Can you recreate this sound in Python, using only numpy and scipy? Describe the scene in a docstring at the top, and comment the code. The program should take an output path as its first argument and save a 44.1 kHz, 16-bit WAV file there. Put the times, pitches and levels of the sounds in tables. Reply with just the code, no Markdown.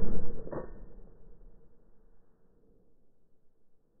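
"""A shotgun blast rolls over a scrubby hillside, heard in slow motion, so it is all deep and dull.
Under the roar the air pressure swings slowly, and the slopes throw back short echoes.
Half a second in, the gun's action (its moving parts) clatters shut and its steel rings.
A ridge answers last and faint wind remains. The slowed playback adds a thin whistle
that follows the wave."""
import sys
import numpy as np
from scipy import signal
from scipy.fft import rfft, irfft
from scipy.io import wavfile

SR = 44100
rng = np.random.default_rng(int(sys.argv[2]) if len(sys.argv) > 2 else 0)


def master_out(mix):
    """Clip the mix to full scale and print it as 16-bit PCM to the path in sys.argv[1]."""
    frames = np.transpose(np.atleast_2d(mix))
    ceiling = np.clip(frames, -1, 1)
    pcm = np.round(ceiling * 32767).astype(np.int16)
    wavfile.write(sys.argv[1], SR, pcm)


N = 176400
TIME = np.arange(N) / SR


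def amp(db):
    """Turns decibels into a number to multiply by."""
    return 10 ** (np.asarray(db) / 20)


def unit(x):
    """Scales a signal to an average (rms) strength of 1."""
    return x / np.sqrt(np.mean(x ** 2) + 1e-30)


def at_pitch(table, hz):
    """Looks up a value between a table's rows, on a log-frequency scale."""
    row_hz, value = np.transpose(table)
    return np.interp(np.log(hz + 1), np.log(row_hz + 1), value)


def noise(tone):
    """Steady noise of strength 1; the table sets how its lows and highs balance."""
    gain = amp(at_pitch(tone, np.fft.rfftfreq(N, 1 / SR)))
    return unit(irfft(rfft(rng.standard_normal(N)) * gain, N))


def wander(hz):
    """A smooth random wobble, up to about the given rate."""
    gain = np.exp(-(np.fft.rfftfreq(N, 1 / SR) / hz) ** 2)
    return unit(irfft(rfft(rng.standard_normal(N)) * gain, N))


def strike(start_s, fade_s, rise_s=0.0022):
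    """The loudness of one hit: it rises fast, then drops to 37% every fade_s."""
    age = np.maximum(TIME - start_s, 0)
    return np.minimum(age / rise_s, 1) * np.exp(-np.maximum(age - rise_s, 0) / fade_s)


def low_pass(x, hz):
    """Cuts away everything above the given frequency."""
    taps = signal.firwin(2401, hz, window=("kaiser", 9), fs=SR)
    padded = np.pad(x, len(taps) // 2, "reflect", reflect_type="odd")
    return signal.fftconvolve(padded, taps, "valid")


# tone of the roar (frequency [Hz], relative level [dB])
BLAST_TONE = [(4, -10.5), (12, -15.5), (26, 11), (45, -4), (80, -16), (125, -12.5), (180, -8.5), (220, -11),
              (285, -21), (340, -13.5), (390, -21), (458, -8.5), (495, -15.5), (540, -22.5), (590, -24),
              (730, -31.5), (900, -32), (1070, -36), (1450, -37.5), (1850, -45)]
# how fast each pitch dies; below 1 it lingers (frequency [Hz], share of the fall [ratio])
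BLAST_FALL = [(10, 1.0), (30, 0.93), (150, 1), (460, 0.94), (900, 0.91), (1850, 1)]
BLAST_DB, BLAST_HOLD_S, BLAST_KNEE_S = -30.5, 0.088, 0.47
BLAST_END_S = 2.74  # the farthest slopes have answered by then


def blast():
    """The hillside scatters the shot into a lumpy roar that holds briefly, dies down and runs out."""
    hz, t, spectrum = signal.stft(noise(BLAST_TONE), SR, nperseg=2048)
    fall_db = 46.5 * np.log10(1 + np.maximum(t - BLAST_HOLD_S, 0) / BLAST_KNEE_S)  # fast, then slower
    fade = amp(-at_pitch(BLAST_FALL, hz)[:, None] * fall_db)
    run_out = 1 / (1 + (t / BLAST_END_S) ** 6)
    roar = signal.istft(spectrum * run_out * fade, SR)[1][:N]
    lumps_db = 0.47 * wander(hz=23)
    return roar * amp(BLAST_DB - lumps_db)


SWING_HZ, HEAVE_DB, HEAVE_HOLD_S, HEAVE_FADE_S = 4.7, -13.5, 0.24, 0.1
SWAY_DB, SWAY_FADE_S = -31.5, 0.78


def pressure_swing():
    """The air heaves a few times after the blast, then settles with a long, weak sway."""
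    heave = amp(HEAVE_DB) * np.exp(-np.maximum(TIME - HEAVE_HOLD_S, 0) / HEAVE_FADE_S)
    sway = amp(SWAY_DB) * np.exp(-TIME / SWAY_FADE_S)
    return np.maximum(heave, sway) * np.sin(2 * np.pi * SWING_HZ * TIME)


# how the wind rises and falls (time [s], gust level [dB], rustle level [dB])
WIND_LEVELS = [(0, -77, -94), (1.7, -78, -84.5), (2.3, -74.5, -78), (2.5, -70.5, -82), (2.75, -72.5, -90.5),
               (3.048, -72, -94), (3.4, -74, -90.5), (3.799, -74.5, -91.5), (4, -70.5, -88)]
# tones of the gusts and of the grass (frequency [Hz], relative level [dB])
GUST_TONE = [(5, 0.5), (12, -6), (25, -3), (45, -5.5), (85, -16.5), (130, -12), (180, -9.5), (270, -12.5),
             (350, -16), (460, -10), (600, -23), (800, -29.5), (1850, -53)]
RUSTLE_TONE = [(100, -3.5), (500, -1), (750, 2.5), (1100, 0), (1550, -2.5), (1850, -12)]


def wind():
    """Low gusts blow on the microphone and dry grass rustles faintly."""
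    times, gust_db, rustle_db = np.transpose(WIND_LEVELS)
    gusts = noise(GUST_TONE) * amp(np.interp(TIME, times, gust_db))
    flutter = amp(0.64 * wander(hz=35))
    rustle = noise(RUSTLE_TONE) * amp(np.interp(TIME, times, rustle_db))
    drift = amp(-58.5) * wander(hz=11)  # air slowly pressing on the microphone
    return gusts * flutter + rustle + drift


# echoes of the shot (time [s], dull part's level [dB], bright part's level [dB])
SLAPS = [(0.076, -55, -51.5), (0.253, -45, -52.5), (0.382, -44, -55), (.472, -39, -67), (0.922, -57, -70),
         (1.071, -57, -68), (1.107, -64, -76), (1.207, -61.5, -74), (1.406, -63, -69.5)]
# tones of the two parts (frequency [Hz], relative level [dB])
DULL_TONE = [(100, -12), (300, -6), (480, 6), (600, -6.5), (750, -20), (1850, -44.5)]
BRIGHT_TONE = [(300, -12), (650, 3), (950, -1.5), (1850, -16)]
SLAP_FADE_S = 0.012


def slope_echoes():
    """The slope throws back single slaps that stand out of the roar."""
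    dull = sum(amp(db) * strike(start, SLAP_FADE_S) for start, db, _ in SLAPS)
    bright = sum(amp(db) * strike(start, SLAP_FADE_S) for start, _, db in SLAPS)
    return noise(DULL_TONE) * dull + noise(BRIGHT_TONE) * bright


# the gun closing (time [s], thud level [dB], relative clatter level [dB], thud fade [s])
ACTION_KNOCKS = [(.513, -51, -46.5, 0.0088), (0.523, -32, -41, 0.016), (.544, -43, -44, .014),
                 (0.558, -30.5, -41.5, 0.015), (.572, -39.5, -47, 0.015), (0.593, -42.5, -56, .016),
                 (.637, -41, -50.5, 0.011)]
# tones of the stock and of the loose parts (frequency [Hz], relative level [dB])
THUD_TONE = [(60, -17.5), (140, -2), (175, -7), (220, -3), (270, -10), (340, 1.5), (400, 0), (470, 1.5),
             (600, -6.5), (770, -16.5), (1100, -22.5), (1880, -31)]
CLATTER_TONE = [(300, -12.5), (680, -4.5), (780, -9.5), (950, 3.5), (1120, -0.5), (1200, -7), (1500, -10),
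                (1880, -13)]
CLATTER_DB = -4


def action_knocks():
    """Each knock of the closing action thuds in the gun's stock and rattles loose parts."""
    thuds = sum(amp(db) * strike(start, fade_s) for start, db, _, fade_s in ACTION_KNOCKS)
    clatter = sum(amp(db) * strike(start, fade_s=0.025) for start, _, db, _ in ACTION_KNOCKS)
    return noise(THUD_TONE) * thuds + amp(CLATTER_DB) * noise(CLATTER_TONE) * clatter


def hillside_reverb(knocks, level_db=-12, die_away_s=0.78):
    """The hillside answers the knocks with a wash of sound that drops 60 dB in die_away_s."""
    tail = rng.standard_normal(SR) * amp(-60 * TIME[:SR] / die_away_s)
    return amp(level_db) * signal.fftconvolve(knocks, tail / np.linalg.norm(tail))[:N]


# the notes the steel rings with (frequency [Hz], level [dB], time to drop 60 dB [s])
STEEL_NOTES = [(708, -55.5, 0.45), (871, -57.5, 0.25), (936, -54, 0.4), (1023, -55, 0.12),
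               (1120, -49.5, 0.4), (1492, -59.5, 0.69), (1606, -67, 0.8), (1810, -60, 0.77),
               (1980, -53.5, 0.35)]


def steel_ring(start_s=0.559):
    """The bolt slams home and sets the steel ringing; each note fades at its own pace."""
    age = np.maximum(TIME - start_s, 0)
    return sum(amp(db - 60 * age / ring_s) * np.sin(2 * np.pi * hz * age)
               for hz, db, ring_s in STEEL_NOTES)


# tone of the ridge's late echo (frequency [Hz], relative level [dB])
RIDGE_TONE = [(20, -1), (50, 0), (90, -13.5), (130, -10.5), (180, -0.5), (280, -9), (370, -12), (470, -4.5),
              (560, -20), (750, -30), (1850, -53.5)]


def ridge_echo(peak_s=2.733, width_s=0.22, peak_db=-65.5):
    """The ridge sends the shot back last, as a soft swell."""
    swell = np.exp(-((TIME - peak_s) / width_s) ** 2)
    return amp(peak_db) * swell * noise(RIDGE_TONE)


def scene():
    """The shot, the closing gun and the wind meet at one microphone."""
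    shot = blast() + pressure_swing() + slope_echoes() + ridge_echo()
    knocks = action_knocks()
    gun = knocks + hillside_reverb(knocks) + steel_ring()
    return (shot + gun + wind())[None]


SLOWED_RATE_HZ = 5512.5  # samples per second once slowed down
WHISTLE_DB, OCTAVE_DB, HISS_DB = -58, -66, -99.5


def record(dry):
    """Slowed playback loses the highs and adds hiss and a whistle: faint, high copies of the sound."""
    dull = low_pass(dry[0], hz=1915)
    phase = 2 * np.pi * SLOWED_RATE_HZ * TIME
    whistle = dull * (amp(WHISTLE_DB) * np.cos(phase) + amp(OCTAVE_DB) * np.cos(2 * phase))
    hiss = amp(HISS_DB) * rng.standard_normal(N)
    return low_pass(dull + whistle + hiss, hz=15800)[None]


dry = scene()
out = record(dry)
master_out(out)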